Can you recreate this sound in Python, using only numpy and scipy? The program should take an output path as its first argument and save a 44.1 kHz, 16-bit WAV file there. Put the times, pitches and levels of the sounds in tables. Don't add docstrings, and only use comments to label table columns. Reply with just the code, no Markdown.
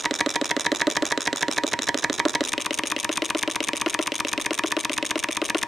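import sys
import numpy as np
from scipy import signal
from scipy.fft import rfft, irfft
from scipy.io import wavfile
from scipy.ndimage import uniform_filter1d

SR = 44100
rng = np.random.default_rng(int(sys.argv[2]) if len(sys.argv) > 2 else 0)


def pcm_store(signal):
    levels = np.round(np.clip(np.atleast_2d(signal), -1, 1) * 32767)
    wavfile.write(sys.argv[1], SR, levels.astype(np.int16).T)


N = 250047
ANTIPHASE = np.array([[1], [-1]])


FLYWHEEL_SPECTRA = {"valve": [(90, 16.5), (520, 9), (830, -3.5), (2030, 13), (2230, 1.5), (3940, 10),
                    (4650, 3.5), (5200, -1), (8000, -2), (9220, -22), (10620, -19), (11140, -42),
                    (15500, -35)], "roller": [(90, 24), (600, 6), (720, 4), (1940, 6.5), (2130, 1.5),
                    (2460, 3.5), (2970, 2.5), (3760, 11), (4540, -0.5), (5480, 10), (6620, 3.5),
                    (7630, 0.5), (10620, -8), (15500, -51)], "lever": [(90, 19.5), (720, 14), (910, 4),
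                    (2130, 3.5), (2460, 14), (2970, -11), (3420, 8), (4540, 6), (6620, 8), (7630, -6),
                    (8790, 1), (13450, -18), (15500, -32)], "seat": [(90, 53), (520, -8.5), (620, -51),
                    (1000, 19), (1390, 10), (1680, 22.5), (2700, 8), (3940, 13), (4330, 1.5), (6620, 1.5),
                    (13450, -23), (15500, -38)]}
CYLINDER_SPECTRA = {"valve": [(150, -7), (300, 12), (560, 12), (790, -5), (1250, -9), (2000, 13),
                    (2700, 14.5), (3900, 7.5), (4800, 0), (5400, 1.5), (6600, -6.5), (8400, -9),
                    (10000, -16), (15500, -28)], "roller": [(90, 18), (290, 7.5), (470, -15), (600, 3),
                    (830, -22), (1100, 4), (1390, -9), (2460, 3), (3760, 6), (4330, -7), (6620, 6),
                    (7630, -2.5), (8790, 4.5), (15500, -41)], "lever": [(200, 28), (400, -6), (600, 3),
                    (1000, -5), (1400, -2), (2500, 2.5), (3700, 14), (4330, -2), (6600, 10), (7630, -5),
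                    (8750, 12.5), (10200, -19), (11900, -2.5), (15500, -38)], "seat": [(200, 5.5), (420, 3),
                    (720, -12), (1150, 14.5), (1400, 2), (1720, 18), (2600, 5), (4330, 0), (6600, 0),
                    (7630, -16), (8790, -2.5), (11700, -11.5), (15500, -37)]}

def engine(turns, contacts, spectra, modes, gas, roller_ring_db, pan_db):
    pop = valve_pop(turns, contacts, spectra["valve"])
    rattle = roller_rattle(turns, contacts, spectra["roller"], roller_ring_db)
    knock = lever_knock(turns, contacts, spectra["lever"])
    hits = ticks_and_slap(turns, contacts, spectra["seat"])
    metal = butter(rattle + knock + hits, 3, 340, "highpass")
    chuff = butter(gas + pop, 3, 175, "highpass")
    return (chuff + metal + frame_ring(turns, contacts, modes)) * undb(ANTIPHASE * pan_db / 2)


# t/s, speed/rpm
FLYWHEEL_SPEED = [(0, 394.5), (0.4, 395.1), (2.47, 387.1)]
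CYLINDER_SPEED = [(2.47, 467.2), (3.4, 468.8), (4.2, 464.2), (5.67, 459.9)]
# t/s, level/dB
EXHAUST_STRENGTH = [(0.0, -1), (1.02, 1.1), (1.18, -1), (1.64, 0.4), (2.1, -0.1), (2.25, 4), (2.58, -3),
                    (2.71, -1), (2.96, -2.5), (3.35, 2.7), (3.73, -2), (3.86, 4.5), (3.99, 2.7), (4.12, -3),
                    (4.25, 0.5), (4.77, 3), (4.9, -0.8), (5.55, 3.5)]

def crank(speed, first_shut_s, open_share=0.655):
    t = seconds(N / SR + 1) - .5
    revs = np.cumsum(np.interp(t, *np.transpose(speed))) / 60 / SR
    revs -= np.interp(first_shut_s, t, revs)
    turn = np.arange(np.interp(speed[-1][0], t, revs) + open_share)
    opens_s, shuts_s = np.interp(turn - open_share, revs, t), np.interp(turn, revs, t)
    exhaust_db = np.interp(opens_s, *np.transpose(EXHAUST_STRENGTH)) + rng.standard_normal(len(turn))
    beats = 2.46 + 0.27 * exhaust_db
    return list(zip(opens_s, shuts_s, exhaust_db, beats))


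# f/Hz, width/Hz, level/dB
EXHAUST_MODES = [(276, 105, -1), (406, 74, -1), (592.4, 79, 0), (972, 110, -3.5), (1460, 730, -3),
                 (1910, 120, -28)]

def exhaust(turns, flutter_hz, first_db, build_up, puff_ms, lead_ms, max_beats=6):
    gas, t = np.zeros(N), seconds(.004) - .002
    for opens_s, _, db, beats in turns:
        sigma_ms = puff_ms * undb(-.5 * db)
        puff = np.exp(-.5 * (1000 * t / sigma_ms) ** 2)
        puff /= puff.sum()
        start_s = opens_s + t[0] - lead_ms / 1000
        add(gas, start_s, undb(first_db) * puff)
        for k in range(max_beats):
            envelope = np.clip(beats - k - 1 / 3, 0, 1) * (build_up if k == 0 else 1)
            gain = envelope * undb(db + rng.standard_normal())
            beat_s = (k + 1) ** .88 / flutter_hz / (1 + .012 * db)
            add(gas, start_s + beat_s * (1 + 0.0092 * rng.standard_normal()), gain * puff)
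    turbulence = 1 + 0.32 * rng.standard_normal(N)
    return resonate(gas * turbulence, EXHAUST_MODES)


def valve_pop(turns, contacts, spectrum):
    force = blows(turns, contacts, "valve", spike=2.5, fresh=.35, width=.2)
    return convolve(force, colour(spectrum, lag_ms=0.52))


def ticks_and_slap(turns, contacts, spectrum):
    force = blows(turns, contacts, "seat", spike=0.28, fresh=0.49, width=0.22)
    return convolve(force, colour(spectrum, lag_ms=2.956))


def lever_knock(turns, contacts, spectrum):
    force = blows(turns, contacts, "lever", spike=0, fresh=0.32, width=0.19)
    return convolve(force, colour(spectrum, lag_ms=1.86))


# f/Hz, width/Hz, level/dB
ROLLER_MODES = [(2310, 38, 11.5), (3530, 55, 7.5), (4005, 140, 11.5), (5290, 52, 2.5), (6720, 210, 9.5),
                (8630, 14, 8.5)]

def roller_rattle(turns, contacts, spectrum, ring_db):
    force = blows(turns, contacts, "roller", spike=0, fresh=0.9, width=0.18)
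    return convolve(force, colour(spectrum, lag_ms=0.82)) + undb(ring_db) * resonate(force, ROLLER_MODES)


FLYWHEEL_BLOWS = [(-.004, "valve", 1, 1.9, 0.26), (0.224, "seat", -17, 2.5, 0.6),
                  (.299, "roller", -3.5, 0.92, 0.11), (0.413, "roller", -4, 1.1, .4),
                  (0.485, "roller", -7.5, 3, 0.38), (0.537, "roller", -16.5, 0.75, 0.7),
                  (.635, "roller", -16, 1.5, 1.6), (0.774, "roller", -7, 4.2, 1),
                  (0.849, "seat", -10.5, 1.18, 0.3), (0.95, "lever", -0.5, 1.8, .3),
                  (.988, "seat", 0, 1.4, 0.11)]
CYLINDER_BLOWS = [(-.004, "valve", -1.5, 2.05, 0.28), (0.22, "seat", -10, 2.2, 0.89),
                  (.288, "roller", -4.5, 1.23, 0.54), (.407, "roller", -1, 0.96, 0.5),
                  (.472, "roller", -3, 1.34, 0.8), (.515, "roller", -8.5, 1.45, 1.3),
                  (0.634, "roller", -23, 1.2, 2.2), (.755, "lever", -13, 2.45, 3),
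                  (0.827, "seat", -9, 0.9, 0.55), (.948, "lever", -2, 1.3, 0.33),
                  (.987, "seat", 1, 1.29, 0.14)]

def blows(turns, contacts, part, spike, fresh, width):
    track = np.zeros((2, N))
    for phase, name, db, decay_ms, jitter_ms in contacts:
        if name != part:
            continue
        pattern = click(decay_ms)
        pattern[12] += spike
        spread_db = min(.6 + jitter_ms, 3)
        for opens_s, shuts_s, _, _ in turns:
            late, loud = rng.standard_normal(2)
            side = click(decay_ms, passes=1)
            side -= 0.94 * np.diff(side, n=2, prepend=0, append=0)
            mid = unit(unit(pattern) + fresh * click(decay_ms, passes=1))
            at_s = opens_s + phase * (shuts_s - opens_s) + late * jitter_ms / 1000
            add(track, at_s, (mid + width * side * ANTIPHASE) * undb(db + loud * spread_db))
    return track


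def click(decay_ms, size=1024, passes=4):
    age = 1000 * np.arange(size) / SR / np.clip(decay_ms, .2, 4)
    envelope = (1 - np.exp(-2 * age)) * np.exp(-age)
    x = rng.standard_normal(size) * envelope
    for _ in range(passes):
        white = irfft(np.exp(1j * np.angle(rfft(x))))
        x = white * envelope / np.sqrt(uniform_filter1d(white ** 2, size=24) + 1e-12)
    return unit(x)


# f/Hz, t60/s, level at flywheel/dB, level at cylinder/dB
FRAME_MODES = [(126.5, 0.26, -52, -45), (209, 0.054, -41, -40.5), (315, 0.065, -24, -29.5),
               (384, 0.075, -30, -38), (579, 0.081, -34.5, -40), (952.4, 0.2, -23.5, -31),
               (977.2, 0.21, -30, -37.5), (991, 0.083, -33, -30), (1157, 0.027, -34.5, -61),
               (1690, 0.013, -18, -21), (1938, 0.061, -24, -37), (2220, 0.024, -23.5, -32),
               (2470, 0.01, -19, -11.5)]

def frame_ring(turns, contacts, modes, delay_s=0.002028):
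    track, t = np.zeros(N), seconds(.3)
    hz, t60_s, db = np.transpose(modes)[:, :, None]
    waves = undb(db - 60 * t / t60_s) * np.sin(2 * np.pi * hz * t) * np.minimum(t / .001, 1)
    for opens_s, shuts_s, _, _ in turns:
        for phase, part, blow_db, *_ in contacts:
            if part == "seat":
                gains = undb(blow_db + rng.standard_normal(len(modes)))
                add(track, opens_s + phase * (shuts_s - opens_s) + delay_s, gains @ waves)
    return track


def room(x, t60_s, wet_db, lowpass_hz):
    t = seconds(.5)
    noise = rng.standard_normal((3, len(t)))
    tail = (noise[:2] * 0.44 + noise[2]) * undb(-60 * t / t60_s) * np.minimum(t / 0.0019, 1)
    return undb(wet_db) * convolve(x, butter(unit(tail), 1, lowpass_hz))


# f/Hz, level/dB
RUB_SPECTRUM = [(15, -63), (25, -22), (80, -5), (150, -18), (293, 4.5), (790, -5), (978, -2.5),
                (1420, -11.5), (1720, -8.5), (6540, -23.5), (7480, -20.5), (8780, -26.5), (15000, -40)]

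def bearings(db, width):
    mid, side = convolve(rng.standard_normal((2, N)), colour(RUB_SPECTRUM))
    return undb(db) * np.sqrt(N) * (unit(mid) + width * unit(side) * ANTIPHASE)


def air_rumble(db, lowpass_hz):
    air = butter(rng.standard_normal(N), 2, lowpass_hz)
    return undb(db) * np.sqrt(N) * unit(air) * ANTIPHASE


def colour(spectrum, lag_ms=0, size=2048):
    hz, db = np.transpose(sorted(spectrum))
    f = np.maximum(np.arange(size // 2 + 1) * SR / size, 1)
    bass_cut = np.minimum((f / hz[0]) ** 2 + .05, 1)
    gain = undb(np.interp(np.log(f), np.log(hz), db)) * bass_cut
    cepstrum = irfft(np.log(gain))
    cepstrum[1:size // 2] *= 2
    cepstrum[size // 2 + 1:] = 0
    delay_s = lag_ms / 1000 / (1 + (f / 1300) ** 2)
    lag_rad = 2 * np.pi * np.cumsum(delay_s) * SR / size
    response = irfft(np.exp(rfft(cepstrum) - 1j * lag_rad))
    return response[:size // 2] * np.hanning(size)[size // 2:]


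def resonate(x, modes):
    return sum((-1) ** k * undb(db) * signal.lfilter(*signal.iirpeak(hz, hz / width_hz, SR), x)
               for k, (hz, width_hz, db) in enumerate(modes))


def butter(x, order, hz, kind="lowpass"):
    return signal.sosfilt(signal.butter(order, hz, kind, fs=SR, output="sos"), x)


def convolve(x, response):
    return signal.fftconvolve(np.atleast_2d(x), np.atleast_2d(response), axes=1)[:, :N]


def add(track, start_s, sound):
    i = int(round(start_s * SR))
    lo, hi = max(i, 0), min(i + sound.shape[-1], N)
    if hi > lo:
        track[..., lo:hi] += sound[..., lo - i:hi - i]


def seconds(length_s):
    return np.arange(int(length_s * SR)) / SR


def unit(x):
    return x / np.sqrt(np.sum(x ** 2))


def undb(db):
    return 10 ** (np.asarray(db) / 20)


def scene(cut_s=2.466):
    turns = crank(FLYWHEEL_SPEED, first_shut_s=0.0576)
    gas = exhaust(turns, flutter_hz=250.5, first_db=0, build_up=0.43, puff_ms=0.24, lead_ms=0.74)
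    modes = [(hz, t60_s, db) for hz, t60_s, db, _ in FRAME_MODES]
    flywheel = engine(turns, FLYWHEEL_BLOWS, FLYWHEEL_SPECTRA, modes, undb(24) * gas,
                      roller_ring_db=1, pan_db=-1.75)

    turns = crank(CYLINDER_SPEED, first_shut_s=2.5353)
    gas = exhaust(turns, flutter_hz=273.2, first_db=-1.5, build_up=0.62, puff_ms=0.22, lead_ms=0.83)
    modes = [(hz, t60_s, db) for hz, t60_s, _, db in FRAME_MODES]
    cylinder = engine(turns, CYLINDER_BLOWS, CYLINDER_SPECTRA, modes, undb(18.5) * gas,
                      roller_ring_db=-5, pan_db=1.5)

    direct = np.where(np.arange(N) / SR < cut_s, flywheel, cylinder)
    reflections = room(direct, t60_s=0.17, wet_db=-7, lowpass_hz=2400)
    return direct + reflections + bearings(db=-44.5, width=0.51) + air_rumble(db=-41.5, lowpass_hz=45)


def record(dry, ceiling=.7, top_hz=16000):
    thin = butter(dry, 1, 80, "highpass")
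    rounded = ceiling * np.tanh(thin / ceiling)
    return signal.sosfilt(signal.ellip(8, .2, 70, top_hz, fs=SR, output="sos"), rounded)


dry = scene()
out = record(dry)
pcm_store(out)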